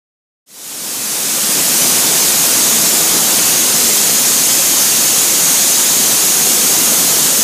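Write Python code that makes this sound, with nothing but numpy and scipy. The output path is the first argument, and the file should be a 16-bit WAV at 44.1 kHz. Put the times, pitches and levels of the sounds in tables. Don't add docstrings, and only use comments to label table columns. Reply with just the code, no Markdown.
import sys
import numpy as np
from scipy import signal
from scipy.fft import rfft, irfft, next_fast_len
from scipy.io import wavfile

SR = 44100
rng = np.random.default_rng(int(sys.argv[2]) if len(sys.argv) > 2 else 0)


def transcribe(signal):
    frames = np.atleast_2d(signal).T
    limited = np.clip(frames, -1, 1)
    pcm = np.round(limited * 32767).astype(np.int16)
    wavfile.write(sys.argv[1], SR, pcm)


N = 327663
TIME = np.arange(N) / SR

# frequency in Hz, relative level in dB.
HISS_SPECTRUM = [(500, -21.5), (1200, -10), (2000, -7.5), (3000, -4.5), (4800, -1.8), (5600, -0.5),
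                 (8000, 1), (10000, -1), (13000, -3), (15000, -7)]


def from_db(db):
    return 10 ** (np.asarray(db) / 20)


def rms_one(x):
    return x / np.sqrt(np.mean(x ** 2) + 1e-20)


def drift(rate):
    hop, run_in = 40, 2000
    pole = np.exp(-2 * np.pi * rate * hop / SR)
    noise = rng.standard_normal(N // hop + run_in + 2)
    slow = signal.lfilter([1], [1, -2 * pole, pole * pole], noise)[run_in:]
    return np.interp(np.arange(N) / hop, np.arange(len(slow)), rms_one(slow))


def coloured(x, spectrum):
    hz, db = np.transpose(spectrum)
    bin_hz = np.maximum(np.arange(N // 2 + 1) * SR / N, 1)
    curve_db = np.interp(np.log(bin_hz), np.log(hz), db)
    return rms_one(irfft(rfft(x) * from_db(curve_db), N))


def noise_band(low_hz, high_hz):
    band_pass = signal.butter(2, [low_hz, high_hz], "band", fs=SR, output="sos")
    return rms_one(signal.sosfilt(band_pass, rng.standard_normal(N)))


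def flickering_noise(flicker_db, flicker_rate, bands=16):
    size = next_fast_len(N)
    white = rfft(rng.standard_normal(size))
    band_of_bin = np.minimum(np.sqrt(np.linspace(0, 1, len(white))) * bands, bands - 1).astype(int)
    layers = (irfft(white * (band_of_bin == k), size)[:N] for k in range(bands))
    return sum(layer * from_db(flicker_db * drift(flicker_rate)) for layer in layers)


def tilted(x, tilt_db, pivot_hz):
    low = signal.sosfiltfilt(signal.butter(2, pivot_hz, fs=SR, output="sos"), x)
    return low * from_db(-tilt_db) + (x - low) * from_db(tilt_db)


def jet():
    return coloured(flickering_noise(flicker_db=1.64, flicker_rate=13.3, bands=80), HISS_SPECTRUM)


def grit(grains_per_s, size_spread_db):
    hits = rng.random(N) < grains_per_s / SR
    sizes = from_db(size_spread_db * np.clip(rng.standard_normal(N), -2, 2))
    polarity = rng.choice([-1, 1], N)
    return coloured(hits * sizes * polarity, HISS_SPECTRUM)


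def nozzle_ring(low_hz, high_hz, flutter_db, count=10):
    edges_hz = np.linspace(low_hz, high_hz, count + 1)
    weights = np.sin(np.pi * (np.arange(count) + .5) / count)
    cluster = np.zeros(N)
    for weight, low, high in zip(weights, edges_hz, edges_hz[1:]):
        resonance = noise_band(low, high)
        flutter = from_db(flutter_db * np.minimum(drift(10), 2))
        cluster += weight * resonance * flutter
    return rms_one(cluster)


def disc_roar():
    # frequency in Hz, relative level in dB.
    roar_spectrum = [(20, -39), (55, -31), (98, -15), (125, -5.5), (160, -1.5), (230, 1.5), (295, 0.3),
                     (350, 0), (650, -3), (1200, -7), (2500, -16), (6000, -52)]
    return coloured(flickering_noise(flicker_db=1.2, flicker_rate=26), roar_spectrum)


def whistles(width_hz, swell_s):
    # time of the peak in seconds, pitch in Hz.
    flares = [(1.53, 7620), (1.85, 6010), (2.65, 6620), (2.93, 7050), (3.62, 6590), (3.9, 7540),
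              (5.56, 6590), (6.33, 6830)]
    out = np.zeros(N)
    for peak_s, hz in flares:
        tone = noise_band(hz - width_hz / 2, hz + width_hz / 2)
        out += tone * np.exp(-2 * ((TIME - peak_s) / swell_s) ** 2)
    return out


def workshop(x, sway_s):
    # delay in seconds, level in dB.
    reflections = [(.0040, -25.5), (.0057, -24), (.0094, -27.5), (0.0117, -22), (.0187, -19),
                   (.0312, -22.5)]
    out = x
    for delay_s, db in reflections:
        sent_s = TIME - delay_s - sway_s * drift(0.306)
        out = out + from_db(db) * np.interp(sent_s, TIME, x)
    return out


def scene():
    # time in seconds, share of the jet on the disc from 0 to 1.
    aim = [(.5, 0.8), (1.6, 0.95), (3.3, 0.97), (4.1, 0.78), (5.5, 0.72), (7.2, 0.97), (7.43, .86)]
    on_disc = np.interp(TIME, *np.transpose(aim))

    spray = from_db(-11.8) * jet() + from_db(-16.5) * grit(grains_per_s=7000, size_spread_db=4.0)
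    brighten = np.clip((TIME - 6.05) / .7, 0, 1)
    hiss = tilted(spray, tilt_db=0.7 * brighten, pivot_hz=7000)

    build_up_db = -10 * np.exp(-TIME / 2.9)
    ring_db = -17.5 + 5.5 * (1 - on_disc) + build_up_db
    ring = from_db(ring_db) * nozzle_ring(low_hz=5665, high_hz=7595, flutter_db=2.5)
    whistling = from_db(-22) * whistles(width_hz=100, swell_s=0.12)
    roar = from_db(-22) * on_disc * disc_roar()

    grit_feed = from_db(0.16 * drift(13))
    heard = workshop((hiss + ring + whistling + roar) * grit_feed, sway_s=0.000153)
    return np.stack([heard, heard])


def record(dry):
    ceiling, cutoff_hz = .9, 15330
    fade_start_s, fade_end_s = 0.46, 1.77
    rounded = ceiling * np.tanh(dry / ceiling)
    fade = np.clip((TIME - fade_start_s) / (fade_end_s - fade_start_s), 0, 1)
    top_cut = signal.ellip(12, .1, 90, cutoff_hz, fs=SR, output="sos")
    return signal.sosfiltfilt(top_cut, rounded * fade)


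dry = scene()
out = record(dry)
transcribe(out)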